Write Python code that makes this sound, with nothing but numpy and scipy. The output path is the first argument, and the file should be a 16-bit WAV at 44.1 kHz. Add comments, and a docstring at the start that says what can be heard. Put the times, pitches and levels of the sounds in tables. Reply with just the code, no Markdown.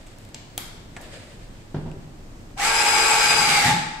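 """Plastic strap slides and clicks into the jaw of a battery strapping tool, and something thumps on the
wooden table under it. Then the motor spins up: one shaft speed drives the whine and the gear rattle that
rings the housing. The speed sags as the strap comes tight; the tool shakes the table, kicks against it
and stops. The hard-walled workshop rings on over a low rumble and hiss."""
import sys
import numpy as np
from scipy import signal
from scipy.fft import rfft, irfft, next_fast_len
from scipy.io import wavfile
from scipy.ndimage import map_coordinates

SR = 44100
rng = np.random.default_rng(int(sys.argv[2]) if len(sys.argv) > 2 else 0)


def dump(signal):
    """Clip the signal to [-1, 1] and save it as 16-bit WAV at the path in sys.argv[1]."""
    limited = np.clip(np.atleast_2d(signal).T, -1, 1)
    pcm = np.round(limited * 32767).astype(np.int16)
    wavfile.write(sys.argv[1], SR, pcm)


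N = 176400
T = np.arange(N) / SR
FULL_SPEED_HZ = 230.6  # motor shaft
# Stereo image near the tool. Each row: frequency in Hz, left-right correlation.
TOOL_CORRELATION = [(300, 1), (900, 0.86), (2000, 0.12), (5000, -.1), (8000, 0.07), (12000, -.5)]


def amp(db):
    """Decibels to gain."""
    return 10 ** (np.asarray(db) / 20)


def unit(x):
    """Scale to rms 1."""
    return x / np.sqrt(np.mean(x ** 2) + 1e-20)


def along(points, hz):
    """Interpolate (Hz, value) rows on a log axis."""
    f, v = np.transpose(points)
    return np.interp(np.log(hz + 1), np.log(f + 1), v)


def curve(rows):
    """Interpolate (s, value) rows at every sample."""
    return np.interp(T, *np.transpose(rows))


def wobble(rate_hz):
    """Smooth random curve, rms near 1, with rate_hz knots a second."""
    return map_coordinates(rng.standard_normal(int(N * rate_hz / SR) + 4), [T * rate_hz])


def noise():
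    """Two independent white noises."""
    return rng.standard_normal((2, N))


def pan(db):
    """Constant-power gains, left over right by db."""
    return unit(amp([[db / 2], [-db / 2]]))


def filtered(x, response):
    """Apply a frequency response, given as a function of Hz."""
    m = next_fast_len(N + SR // 2)
    return irfft(rfft(x, m) * response(np.fft.rfftfreq(m, 1 / SR)), m)[..., :N]


def resonance(f, hz, width_hz):
    """Causal response of one mode."""
    return 1j * f * width_hz / (hz * hz - f * f + 1j * f * width_hz)


def spread(pair, spectrum=((1000, 0),), correlation=TOOL_CORRELATION):
    """Mix two independent signals to stereo of rms 1; the default spectrum is flat."""
    def mid_side_gains(f):
        angle = np.arccos(np.clip(along(correlation, f), -0.99, 0.99)) / 2
        return amp(along(spectrum, f)) * [np.cos(angle), np.sin(angle)]
    mid, side = filtered(pair, mid_side_gains)
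    return unit(np.array([mid + side, mid - side]))


def fuzzy_tone(cycles, width_hz):
    """Stereo tone blurred over a narrow band, rms 1."""
    blur = np.array([wobble(2 * width_hz) + 1j * wobble(2 * width_hz) for side in range(2)])
    return unit(np.real(blur * np.exp(2j * np.pi * cycles)))


def reverb(x, wet_db):
    """The hard walls return a decaying tail, near mono in the bass."""
    # Room decay. Each row: frequency in Hz, T60 in seconds.
    t60_s = [(120, 0.81), (800, 1.06), (2000, 0.96), (5000, 0.9), (9000, 0.63), (14000, 0.25)]
    hz, t, bands = signal.stft(noise()[:, :SR], SR, nperseg=256)
    tail = signal.istft(bands * amp(-60 * t / along(t60_s, hz)[:, None]), SR, nperseg=256)[1]
    mid, side = tail / np.linalg.norm(tail[0])
    side = signal.sosfilt(signal.butter(1, 700, 'high', fs=SR, output='sos'), side)
    tail = np.pad([mid + side, mid - side], ((0, 0), (SR // 300, 0))) / np.sqrt(2)
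    return amp(wet_db) * signal.fftconvolve(x * np.ones((2, 1)), tail, axes=1)[:, :N]


def air():
    """The workshop's low rumble and hiss."""
    # Each row: frequency in Hz, relative density in dB.
    spectrum = [(15, -21.5), (23, 10), (29, -14), (40, 1.5), (50, -13.5), (110, -6), (160, -15.5),
                (200, -14.5), (290, -13.5), (420, -20), (580, -23.5), (800, -25), (1300, -28.5),
                (3260, -37.5), (7800, -38), (9500, -47.5), (15500, -50)]
    # Each row: frequency in Hz, left-right correlation.
    correlation = [(60, 0.94), (180, 1), (550, 0.33), (1650, -0.45), (4970, 0.011), (15000, 0.13)]
    return amp(-42.5 + 0.84 * wobble(3.5)) * spread(noise(), spectrum, correlation)


def strap():
    """Strap and glove scrape grainily against the tool."""
    # Each row: time in seconds, level in dB.
    slide_db = [(0, -54.5), (.3, -54.5), (.42, -61), (.55, -57), (.88, -64), (1.03, -47), (1.1, -48.5),
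                (1.14, -40.5), (1.2, -46), (1.27, -47), (1.45, -54), (2.1, -59), (2.5, -60.5)]
    # Each row: frequency in Hz, relative density in dB.
    spectrum = [(290, -26), (500, -5.5), (594, -3), (901, -25.5), (1720, -11.5), (5050, -17.5),
                (5670, -24.5), (8120, -19.5), (15500, -47)]
    level = amp(curve(slide_db) + 1.76 * wobble(25.1))
    grains = noise() * amp(0.82 * wobble(500))
    return level * spread(grains, spectrum)


def clicks(spectrum, ring_trim_db=0):
    """Plastic and steel crack in the jaw: noise bursts, each with its own colour and short ring."""
    # Each row: start in seconds, level in dB, T60 in seconds, bass in dB, treble in dB,
    # ring pitch in Hz, ring gain in dB.
    cracks = [(.066, -18, 0.099, 5, -11, 3070, -3), (.186, -24, .008, -12, 2, 7500, -1),
              (0.25, -24.5, 0.015, -3, -9, 7500, -10), (.29, -22, 0.0092, 10, -8, 7500, -12),
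              (.345, -6, 0.016, -5, -24, 5400, -16), (0.5782, 3.5, 0.012, -1.5, -2.5, 3290, 6.5),
              (0.9651, -6, 0.052, 11.5, -18, 1740, 17), (1.0117, -18.5, 0.079, -3, -4, 7500, -9),
              (1.915, -22.5, 0.016, 4, -22, 2670, 16)]
    out, t = np.zeros((2, N)), np.arange(SR // 10) / SR
    size, lead = 2 * len(t), SR // 100
    f = np.fft.rfftfreq(size, 1 / SR)
    for start_s, db, t60_s, bass_db, treble_db, ring_hz, ring_db in cracks:
        common, left, right = rng.standard_normal((3, len(t))) * amp(-60 * t / t60_s)
        burst = common + 0.62 * np.array([left, right])
        tilt_db = along([(1500, bass_db), (3500, 0), (7500, 0), (11000, treble_db)], f)
        ring = amp(ring_db + ring_trim_db) * resonance(f, ring_hz, width_hz=200)
        colour = amp(along(spectrum, f) + tilt_db) * (1 + ring)
        crack = np.roll(irfft(rfft(burst, size) * colour), lead, axis=1)
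        out[:, round(start_s * SR) - lead:][:, :size] += amp(db) * crack / np.linalg.norm(crack)
    return out * pan(1.1)


def handling():
    """Each click rings the housing briefly and scatters into the room."""
    # A click, direct and at the walls. Each row: frequency in Hz, relative density in dB.
    direct_spectrum = [(150, 12), (750, -4.5), (1500, -9.5), (2400, 3), (3200, 4), (4400, -0.5),
                       (6300, 0.5), (7900, 8.5), (9300, 3.5), (12000, 4), (15500, -5)]
    wall_spectrum = [(200, -6), (800, 9.5), (1200, -2), (2600, 0), (3500, -1), (4500, -3.5), (5600, -6.5),
                     (7900, -5), (9300, -7), (12000, 3), (15500, -5)]
    direct = clicks(direct_spectrum)
    housing = amp(10) * filtered(direct, lambda f: resonance(f, hz=780, width_hz=150))
    scatter = sum(reverb(clicks(wall_spectrum, ring_trim_db=-14), wet_db=-7) for path in range(3))
    return direct + housing + scatter


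def table_top(force):
    """The wooden top rings in its modes; soft contact passes little treble."""
    # Each row: frequency in Hz, width in Hz, gain in dB.
    modes = [(103, 16, -5), (156.5, 29, 8), (169, 15, -6), (237.4, 13.6, -1), (413, 23, -28.5),
             (665, 100, -15), (835, 34, -38), (1350, 450, -53.5)]
    contact_hz = 1100
    soft = lambda f: 1 / (1 + 1j * np.sqrt(2) * f / contact_hz - (f / contact_hz) ** 2)
    wood = lambda f: sum(amp(db) * resonance(f, hz, width_hz) for hz, width_hz, db in modes)
    return filtered(force, lambda f: soft(f) * wood(f))


def thumps():
    """A blow on the table and its rebounds; the shorter the contact, the more the tool clatters."""
    # Each row: time in seconds, relative impulse in dB, contact time in seconds.
    blows = [(1.745, 3, 0.00055), (1.7653, 7, 0.0034), (1.785, -3, 0.0019), (1.862, -4, 0.001),
             (1.875, -7, 0.0011), (1.896, -7, 0.002), (1.916, -3.5, 0.0033), (1.97, -4.5, 0.0018)]
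    # Each row: frequency in Hz, relative density in dB.
    clatter_spectrum = [(150, 1.5), (400, 7), (560, -3), (880, -1), (1100, -12.5), (1550, -12),
                        (2000, -18.5), (5000, -27), (12000, -66)]
    rise_s, t60_s, first_contact_s = 0.0007, 0.12, blows[0][2]
    force, clatter = np.zeros(N), np.zeros(N)
    for time_s, db, contact_s in blows:
        t = T - time_s
        push = np.exp(-(2 * t / contact_s) ** 2)
        force -= amp(db + 18.5) * push / push.sum()
        envelope = np.clip(t / rise_s, 0, 1) * amp(db - 60 * abs(t) / t60_s)
        clatter += envelope * first_contact_s / contact_s
    return table_top(force) + amp(-30) * clatter * spread(noise(), clatter_spectrum)


def shudder():
    """The tightening strap makes the tool shake the table."""
    # Each row: time in seconds, level in dB.
    level_db = [(3.1, -55), (3.37, -36.5), (3.45, -40), (3.63, -40.5), (3.66, -29.5), (3.77, -33.5),
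                (3.82, -57), (3.95, -72)]
    return amp(curve(level_db)) * unit(table_top(rng.standard_normal(N)))


def kicks():
    """The stalling tool kicks the table in a quick run of deep knocks."""
    # Each row: start in seconds, level in dB, pitch in Hz.
    knocks = [(3.6549, -19, 121), (3.679, -17, 146), (3.709, -19, 128.6), (3.735, -21.5, 176),
              (3.764, -23, 178)]
    rise_s, t60_s = 0.0025, 0.11
    out = np.zeros(N)
    for start_s, db, hz in knocks:
        t = np.maximum(T - start_s, 0)
        out += amp(db - 60 * t / t60_s) * (1 - np.exp(-t / rise_s)) * np.sin(2 * np.pi * hz * t)
    return out


def howl():
    """The housing's main resonance swells and shifts in pitch with the load."""
    # Each row: time in seconds, level against the drive in dB.
    level_db = [(2.57, 0), (2.63, -10), (2.85, -9), (2.92, -6), (3.0, -11.5), (3.11, -6.5), (3.3, -12.5),
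                (3.45, -11), (3.57, -4), (3.62, -14.5), (3.71, -1.5)]
    # Each row: time in seconds, pitch in Hz.
    pitch_hz = [(2.57, 769), (2.63, 831.6), (2.93, 836), (3.01, 868.4), (3.11, 849), (3.31, 858.6),
                (3.4, 831.5), (3.62, 820), (3.7, 843.4)]
    hz, width_hz = curve(pitch_hz), 52.6
    ring = unit(filtered(spread(noise()), lambda f: resonance(f, hz.max(), width_hz * np.sqrt(2)) ** 2))
    position = np.cumsum(hz / hz.max())  # slower reading lowers the pitch
    return amp(curve(level_db)) * pan(1.7) * np.array([map_coordinates(side, [position]) for side in ring])


def chatter(turns):
    """Worn teeth strike unevenly, harder once a turn; part of the pattern repeats every two turns."""
    repeat_share, slip_turns, grit_db = 0.34, 0.022, 2.3
    pattern = noise()[:, :SR // 110]
    position = (turns + slip_turns * wobble(40)) / 2 % 1 * pattern.shape[1]
    buzz = unit(np.array([map_coordinates(side, [position], mode='grid-wrap') for side in pattern]))
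    impacts = np.sqrt(repeat_share) * buzz + np.sqrt(1 - repeat_share) * noise()
    return impacts * amp(grit_db * wobble(700)) * (1 + 0.099 * np.cos(2 * np.pi * turns))


def gears(speed_hz, turns):
    """Chattering teeth rattle and ring the housing; slow gears sound duller."""
    # Rattle. Each row: frequency in Hz, relative density in dB.
    spectrum = [(100, -11.5), (280, -6.5), (420, -1.5), (600, -4.5), (720, -1), (1020, -4.5), (1250, 3),
                (1850, 1), (2400, 4), (2900, -1), (4000, -0.5), (6300, -3.5), (8200, -3.5), (9100, -7.5),
                (10500, -10), (12300, -10), (13500, -29), (15500, -33)]
    # Housing. Each row: frequency in Hz, width in Hz, relative gain in dB, left over right in dB.
    modes = [(716, 37, 3.5, 1), (1160, 66, 2, 2), (1622, 53, 6, -5), (2227, 160, 5, -3),
             (2470, 180, -7, 13), (2800, 80, 2.5, 7)]
    rattle = spread(chatter(turns), spectrum)
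    dull = filtered(rattle, lambda f: 1 / (1 + (f / 2600) ** 2))
    rattle = dull + (rattle - dull) * (speed_hz / FULL_SPEED_HZ) ** 0.17
    mode = lambda f, hz, width_hz: resonance(f, hz, width_hz) / (1 + ((f - hz) / (5 * width_hz)) ** 2)
    housing = lambda f: sum(amp(db) * pan(pan_db) * mode(f, hz, width_hz)
                            for hz, width_hz, db, pan_db in modes)
    ring = unit(filtered(spread(chatter(turns)), housing))
    return amp(-2.5) * rattle + amp(-8.5) * ring


def shriek(strain):
    """Fast gears excite a rough, high steel resonance that fades as they slow."""
    level_db = -8.5 - 11 * strain + wobble(45) + 3.9 * wobble(230)
    return amp(level_db) * pan(18) * fuzzy_tone(7720 * T, width_hz=460)


def gear_tone(cycles):
    """Sine of rms 1 with slow and fast phase jitter."""
    return np.sqrt(2) * np.sin(2 * np.pi * cycles + 0.67 * wobble(45) + 0.61 * wobble(300))


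def whine(speed_hz, turns):
    """Gear tones, smeared by backlash under strain; tooth whine, a squeal an octave up, the shriek."""
    # Each row: multiple of the shaft rate, level in dB, left over right in dB, gain at full strain in dB.
    orders = [(2, -18, -5.5, -24), (4, -13.5, -2, -9), (6, -15.5, 0, -6), (7, -12, 3, -8.5),
              (10, -16, 1.5, 4.5), (11, -14, 0, 4)]
    # Tooth whine. Each row: time in seconds, level against the drive in dB.
    tooth_db = [(2.6, -15), (2.7, -12), (2.85, -9), (3.1, -12), (3.24, -8.5), (3.4, -10.5), (3.5, -16),
                (3.57, -8.5), (3.61, -17), (3.7, -6.5)]
    teeth, backlash_turns, full_strain_sag = 22, 0.006, 0.084
    sag = 1 - speed_hz / FULL_SPEED_HZ
    strain = np.clip(sag / full_strain_sag, 0, 1)
    fade = amp(-6 * np.clip((sag - full_strain_sag) / 0.07, 0, 1))  # more sag smothers the high whines
    loose_turns = turns + backlash_turns * strain * wobble(260)
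    mesh = np.zeros((2, N))
    for order, db, pan_db, strain_db in orders:
        level = amp(db + strain_db * strain + 3 * wobble(30.03))
        mesh += pan(pan_db) * level * gear_tone(order * loose_turns)
    rough = gear_tone(teeth * turns) * amp(2 * wobble(220))
    haze = amp(-11) * fuzzy_tone(teeth * turns, width_hz=81)
    tooth = amp(curve(tooth_db) + 1.8 * wobble(22.96)) * pan(16) * unit(rough + haze)
    squeal = amp(-18.5 - 6 * strain) * pan(-32) * fuzzy_tone(2 * teeth * turns, width_hz=300)
    return mesh + fade * (tooth + squeal) + shriek(strain)


def motor():
    """One shaft drives whine and rattle; the whine beams forward, the rattle fills the room."""
    # Each row: time in seconds, shaft speed in turns a second.
    shaft_hz = [(2.565, 60), (2.59, 138), (2.615, 192), (2.65, 222), (2.72, 228.5), (2.82, 229.7),
                (2.95, 225.7), (3.3, 225.4), (3.45, 222), (3.55, 214), (3.6, 203), (3.63, 194),
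                (3.655, 182), (3.72, 159)]
    # Each row: time in seconds, drive level in dB.
    drive_db = [(2.555, -74), (2.578, -35), (2.6, -24), (2.62, -20.5), (2.75, -21), (2.9, -19.5),
                (3.3, -19), (3.55, -18.5), (3.63, -20), (3.71, -21.5), (3.74, -38.5), (3.79, -62)]
    start_s = shaft_hz[0][0]
    speed_hz = curve(shaft_hz) * (1 + 0.0021 * wobble(40))
    turns = np.cumsum(speed_hz) / SR
    drive = amp(curve(drive_db) + 1.14 * wobble(29.9)) * (T > start_s)
    body = drive * (gears(speed_hz, turns) + howl())
    tones = drive * whine(speed_hz, turns)
    return body + reverb(body, wet_db=-2.5) + tones + reverb(tones, wet_db=-3.5)


def scene():
    """Tool, table and strap in one room."""
    table, knocks = thumps() + shudder(), kicks()
    tool = motor()
    table_reverb = reverb(table, wet_db=-2.5) + reverb(knocks, wet_db=-8.5)
    return tool + table + knocks + table_reverb + handling() + strap() + air()


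def record(dry):
    """Band limit at 15.6 kHz."""
    return filtered(dry, lambda f: f < 15600)


dry = scene()
out = record(dry)
dump(out)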